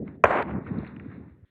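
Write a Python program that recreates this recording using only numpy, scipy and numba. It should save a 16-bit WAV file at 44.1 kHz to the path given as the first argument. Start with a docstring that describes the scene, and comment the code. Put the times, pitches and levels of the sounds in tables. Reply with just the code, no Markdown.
"""Open fields, an earth mound, a dull microphone: a firecracker bursts in the mound and overloads it.
The blast is a noisy ring through tanh; scattered echoes follow as a short roar of filtered random clicks.
Far low echoes roll in waves, made of band-passed noise, clicks and single bell-shaped bursts.
Soil patters as fine clicks and clods as noisy knocks, before the blast and after it; a few bright ticks.
Faint field noise and hiss lie beneath; the rumble stops short near the end."""
import sys
import numpy as np
from scipy import signal
from scipy.fft import rfft, irfft
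from scipy.io import wavfile
from scipy.ndimage import uniform_filter1d
from numba import njit

SR = 44100
rng = np.random.default_rng(int(sys.argv[2]) if len(sys.argv) > 2 else 0)


def wrap_up_sound(samples):
    """Save the sound to the file named by the first command line argument, as 16-bit audio."""
    columns = np.atleast_2d(samples).T
    # keep every value between -1 and 1, then stretch to whole-number steps
    tamed = np.clip(columns, -1, 1)
    steps = np.round(tamed * 32767).astype(np.int16)
    wavfile.write(sys.argv[1], SR, steps)


def invert_db(level):
    """Linear amplitude ratio for a level in decibels (20 dB per decade), elementwise."""
    return 10 ** (np.asarray(level, dtype=float) / 20)


N = 66150
T = np.arange(N) / SR  # s
RUMBLE_STOP_S = 1.4495
DULL_HZ = 2500  # low-pass for the field noise and the fading roar


def noise():
    """White noise, rms 1."""
    return rng.standard_normal(N)


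def unit(x):
    """Scales to rms 1."""
    return x / np.sqrt(np.mean(x ** 2))


def butter(order, hz, kind="low"):
    """Butterworth filter sections."""
    return signal.butter(order, hz, kind, fs=SR, output="sos")


def colour(x, table):
    """Causal minimum-phase filter with the given (f/Hz, level/dB) shape, made through the cepstrum."""
    hz, db = np.array(table).T
    grid = np.maximum(np.fft.rfftfreq(4096, 1 / SR), 1)
    log_gain = np.interp(np.log(grid), np.log(hz), db) * np.log(10) / 20
    cepstrum = irfft(log_gain)
    # fold the negative times onto the positive ones
    cepstrum[1:2048] *= 2
    cepstrum[2049:] = 0
    impulse = irfft(np.exp(rfft(cepstrum)))
    return signal.fftconvolve(x, impulse)[:len(x)]


@njit
def svf(x, hz, width):
    """State-variable band-pass whose centre moves; width is relative to the centre."""
    y, band, low = np.empty(len(x)), 0., 0.
    for i in range(len(x)):
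        g = np.tan(np.pi * hz[i] / SR)
        v = (band + g * (x[i] - low)) / (1 + g * (g + width))
        band, low, y[i] = 2 * v - band, low + 2 * g * v, width * v
    return y


def curve(rows):
    """Gain from (t/s, level/dB) rows, silent outside them."""
    s, db = np.array(rows).T[:2]
    return invert_db(np.interp(T, s, db, left=-140, right=-140))


def smooth(gain):
    """Rounds the corners of a gain curve."""
    return uniform_filter1d(gain, size=200)


def gate(start, length):
    """Opens in 0.4 ms from the start, shuts in 0.6 ms after the length."""
    opening = np.clip((T - start) / 4e-4, 0, 1)
    closing = np.clip((start + length - T) / 6e-4 + 1, 0, 1)
    return opening * closing


def decay(start, t60):
    """Exponential fall from 1 at the start, 60 dB in t60 seconds."""
    return (T >= start) * invert_db(-60 * np.maximum(T - start, 0) / t60)


def walk(per_s):
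    """Random levels joined by straight lines."""
    return np.interp(T * per_s, np.arange(256), rng.standard_normal(256))


def grains(per_s, spread_db, table):
    """Random clicks of uneven size through one colour; rms 1."""
    hit, size, sign = rng.random(N), rng.exponential(size=N), noise()
    share = np.clip((per_s / SR - hit) * SR / 50 + .5, 0, 1)  # soft threshold picks the samples that click
    clicks = share * sign * invert_db(spread_db * np.minimum(size, 4))
    return unit(colour(clicks, table))


def patchy(x):
    """Low, middle and high grains swell on their own."""
    low, mid = (signal.sosfiltfilt(butter(4, hz), x) for hz in (1300, 2800))
    return sum(invert_db(3.5 * walk(25)) * part for part in (low, mid - low, x - mid))


def burst(s, db, hz, length):
    """A few cycles under a bell-shaped envelope centred on s."""
    bell = np.exp(-((T - s) / length) ** 2)
    return invert_db(db) * bell * np.sin(2 * np.pi * (hz * (T - s) + rng.random()))


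# Far rumble rolling over the fields: t/s, level/dB (of its narrow part), f/Hz (wandering centre)
RUMBLE_WAVES = [(0.0, -32.5, 222.8), (0.104, -45.5, 166), (0.202, -52, 286.5), (0.243, -56.5, 263.4),
                (0.274, -42.5, 225.4), (0.335, -44.5, 298.4), (0.584, -35, 172.2), (0.624, -47, 198.1),
                (0.786, -35, 227.3), (0.872, -48.5, 196.4), (1.201, -48, 201.4), (1.37, -62, 126.9),
                (1.449, -62, 137.8)]
# Colour of its broad part: f/Hz, level/dB (relative)
RUMBLE_COLOUR = [(25, -38), (45, -25.5), (75, -4), (120, -3.5), (280, -5.5), (438, -13.5), (719, -26.5),
                 (1200, -58.5), (2000, -110)]


def rumble():
    """Low far echoes in waves: noise band-passed twice around a wandering centre, over broad clicks."""
    width, top_hz, broad_db = 0.55, 650, 2.5  # width relative to the centre; broad over narrow part
    rows = np.array(RUMBLE_WAVES + [(RUMBLE_STOP_S, *RUMBLE_WAVES[-1][1:])])
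    broad = grains(3000, 1, RUMBLE_COLOUR)
    hz = np.interp(T, rows[:, 0], rows[:, 2])
    narrow = unit(svf(noise(), hz, width))
    narrow = unit(svf(narrow, hz, 2 * width) / np.sqrt(hz))  # evens the power as the bandwidth moves
    narrow = signal.sosfilt(butter(4, top_hz), narrow)
    return curve(rows) * (narrow + invert_db(broad_db) * broad)


# Colour of the open country at the microphone: f/Hz, level/dB (relative)
FIELD_COLOUR = [(30, -7.5), (80, 4.5), (300, 12.5), (800, -10.5), (1200, -2), (1900, 5.5), (2500, -8.5),
                (3500, -3), (4300, -14), (5000, -45.5)]


def field():
    """Faint country noise, dull until the rumble stops, and white microphone hiss."""
    field_db, hiss_db = -75, -94
    air = unit(colour(noise(), FIELD_COLOUR))
    dull = signal.sosfilt(butter(4, DULL_HZ), air)
    return invert_db(field_db) * np.where(T < RUMBLE_STOP_S, dull, air) + invert_db(hiss_db) * noise()


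# Fine soil pattering, two spells: t/s, level/dB (before the uneven swelling)
PATTER_SPELLS = [
    [(0, -92.5), (.06, -65.5), (.078, -52.5), (.11, -63), (.16, -66.5), (.19, -100)],
    [(.58, -76), (.65, -58), (.675, -49), (.76, -51.5), (.83, -51), (.91, -54), (.945, -57.5),
     (1.04, -57.5), (1.19, -58.5), (1.25, -66.5), (1.29, -63), (1.4, -81.5), (1.449, -80)],
]
# Colour of the fine soil: f/Hz, level/dB (relative)
PATTER_COLOUR = [(350, -38.5), (700, 7), (1000, 8), (1500, 4), (2000, 3), (2700, -9.5), (3100, -25.5),
                 (3600, -13), (4200, -22), (4800, -48), (7000, -61)]


def patter():
    """Fine soil as a bed of dense clicks, swelling unevenly in three bands."""
    bed = grains(14000, -2.5, PATTER_COLOUR)
    return smooth(sum(curve(rows) for rows in PATTER_SPELLS)) * patchy(bed)


# Strongest low echoes: t/s, level/dB (peak of the bell), f/Hz
BOOM_ECHOES = [(0.071, -29, 182), (0.566, -21, 187), (0.711, -21.5, 263), (0.719, -22, 163.6),
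               (.772, -25.5, 220), (0.788, -21.5, 231), (0.836, -27.5, 235), (0.969, -32, 233),
               (1.065, -30, 257), (1.089, -31.5, 130), (1.183, -35, 210), (1.216, -40.5, 90),
               (1.322, -45, 77.6), (1.435, -42.5, 91.8)]


def booms():
    """Single low echoes that stand out of the rumble, each a bell one cycle to either side."""
    return sum(burst(s, db, hz, 1 / hz) for s, db, hz in BOOM_ECHOES) * gate(0, RUMBLE_STOP_S)


# Clods landing: t/s, level/dB (peak), f/Hz
CLOD_KNOCKS = [(0.0773, -40, 1630), (0.665, -35, 1200), (0.671, -46, 1710), (.83, -35, 650),
               (.846, -39, 1540), (.865, -41, 1990), (0.9184, -47, 1130), (0.963, -41.5, 1910),
               (0.997, -36, 1780), (1.007, -48.5, 1700), (1.1139, -51, 1790), (1.165, -54, 1120)]


def clods():
    """Clods as short knocks: a decaying kick of noise through a band around each pitch."""
    t60_s, rise_s, width = 0.014, 0.0011, .42  # width: band edges relative to the pitch
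    out = np.zeros(N)
    t = T[:2048]
    for s, db, hz in CLOD_KNOCKS:
        kick = rng.standard_normal(len(t)) * invert_db(-60 * t / t60_s) * (1 - np.exp(-t / rise_s))
        knock = signal.sosfilt(butter(4, [hz / (1 + width), hz * (1 + width)], "band"), kick)
        out[int(s * SR):][:len(t)] += invert_db(db) * knock / np.abs(knock).max()
    return out


BLAST_S, BLAST_HOLD_S = .2385, .0064  # start and length of the overloaded ring


def overloaded_ring():
    """A rough ring that drops about an octave, bent by tanh as the microphone overloads."""
    first_hz, later_hz, turn_s = 1150, 580, .003
    drive, rough, width = 1.6, .6, 1.  # rough: share of noise; width relative to its centre
    early = gate(0, BLAST_S + turn_s)
    hz = later_hz + (first_hz - later_hz) * early
    ring = np.sin(2 * np.pi * np.cumsum(hz * (T > BLAST_S)) / SR)
    grit = rough * (.5 + early) * unit(svf(noise(), 1.6 * hz, width))
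    bent = np.tanh(drive * (ring + grit))
    return signal.sosfilt(butter(6, 2300), bent * gate(BLAST_S, BLAST_HOLD_S))


# Colour of slaps and tail: f/Hz, level/dB (relative)
BLAST_COLOUR = [(24, -111), (40, -2.5), (257, -5.5), (520, 9), (927, 1), (1990, -1), (2680, -17),
                (3410, -26.5), (4100, -66.5), (7500, -120)]
# Near echoes of the blast: t/s, level/dB (against the blast), length/s
SLAP_ECHOES = [(0.2459, -22.5, .003), (0.252, -12.5, 0.0064)]


def slaps_and_tail():
    """Near echoes and a short decaying tail, all of one coloured noise."""
    tail_db, tail_t60_s = -16.5, 0.077  # against the blast
    end = BLAST_S + BLAST_HOLD_S
    shape = invert_db(tail_db) * gate(end, 1) * decay(end, tail_t60_s)
    shape = shape + sum(invert_db(db) * gate(s, length) for s, db, length in SLAP_ECHOES)
    source = noise()
    return colour(source * shape, BLAST_COLOUR) / colour(source, BLAST_COLOUR).std()


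def crack():
    """Bright noise held through the blast over a quick decay."""
    table = [(2500, -41.5), (4200, -19.0), (6000, 6.0), (9000, -12), (15500, -5.5)]
    bright = unit(colour(noise(), table))
    return invert_db(-42.5) * bright * (gate(BLAST_S, BLAST_HOLD_S) + 0.21 * decay(BLAST_S, 0.0082))


def thump():
    """The mound answers with a low bell-shaped burst."""
    hz, db, length_s = 97, -28, 0.011
    return burst(BLAST_S + length_s, db, hz, length_s) * gate(BLAST_S, 1)


def blast():
    """The firecracker: overloaded ring, two slaps and a tail, bright crack, low thump."""
    return invert_db(-3.6) * (overloaded_ring() + slaps_and_tail()) + crack() + thump()


# Roar of scattered echoes: t/s, level/dB
ROAR_SWELLS = [(.258, -29), (.266, -28), (.292, -27.5), (.309, -21.5), (.325, -26), (.336, -23.5),
               (.378, -23), (.387, -23), (.41, -25.5), (.427, -27.5), (.44, -42.5), (.462, -44.5),
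               (.49, -38), (.57, -44), (.64, -51.5)]
# Colour of the roar's body: f/Hz, level/dB (relative)
ROAR_COLOUR = [(40, -30.5), (150, -26), (239, -10.5), (531, -0.5), (689, -1.5), (1040, -2.5), (2260, -14),
               (3410, -33.5), (4430, -48), (7500, -120)]
# Colour of its airy top: f/Hz, level/dB (relative)
ROAR_AIR_COLOUR = [(3000, -24.5), (3800, 10), (4500, 4.5), (5000, -8), (7000, 0.5), (8400, -3), (9200, -22),
                   (15500, -26)]
# Colour of the closing snap: f/Hz, level/dB (relative)
SNAP_COLOUR = [(1200, -10), (2500, 0), (4500, -12), (5200, -30), (15500, -34)]


def roar():
    """Scattered echoes as dense clicks that swell and darken, then drop away with a snap."""
    end_s, snap_s, snap_db = .428, .005, -44.5
    air_db, air_t60_s = -32.5, .6  # air against the body, at the blast
    air = unit(colour(noise(), ROAR_AIR_COLOUR)) * decay(BLAST_S, air_t60_s)
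    air = air * (1 - .8 * (T > end_s))
    snap = invert_db(snap_db) * gate(end_s - snap_s, snap_s) * unit(colour(noise(), SNAP_COLOUR))
    bright = grains(6000, 1, ROAR_COLOUR) + invert_db(air_db) * air
    dull = signal.sosfiltfilt(butter(4, DULL_HZ), bright)
    fade = np.interp(T, [.52, .55], [0, 1])  # the fading roar loses its top
    swell = smooth(curve(ROAR_SWELLS)) * invert_db(1 * walk(130))  # 1 dB of unevenness
    return swell * (bright + fade * (dull - bright)) + snap


# Faint bright ticks: t/s, level/dB
TICK_CLICKS = [(.788, -60.5), (.876, -57)]


def ticks():
    """Soft bright clicks: coloured noise under bell-shaped envelopes."""
    shape = sum(invert_db(db) * np.exp(-((T - s) / 0.0021) ** 2) for s, db in TICK_CLICKS)
    table = [(1500, -7), (2600, 3), (4200, 15), (4900, -38.5), (12000, -24)]
    return shape * unit(colour(noise(), table))


def scene():
    """Sums all sources at the microphone, one channel."""
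    return (blast() + roar() + rumble() + booms() + patter() + clods() + ticks() + field())[None]


def top_cut(x):
    """Nothing passes above the cut-off."""
    return signal.sosfilt(signal.butter(12, 16500, fs=SR, output="sos"), x)


def record(dry):
    """The microphone cuts the deepest bass; the sound drops out for 5 ms where the rumble stops."""
    mix = signal.sosfilt(butter(3, 45, "high"), dry)
    mix = mix * (1 - gate(RUMBLE_STOP_S, .005))
    return top_cut(mix)


dry = scene()
out = record(dry)
wrap_up_sound(out)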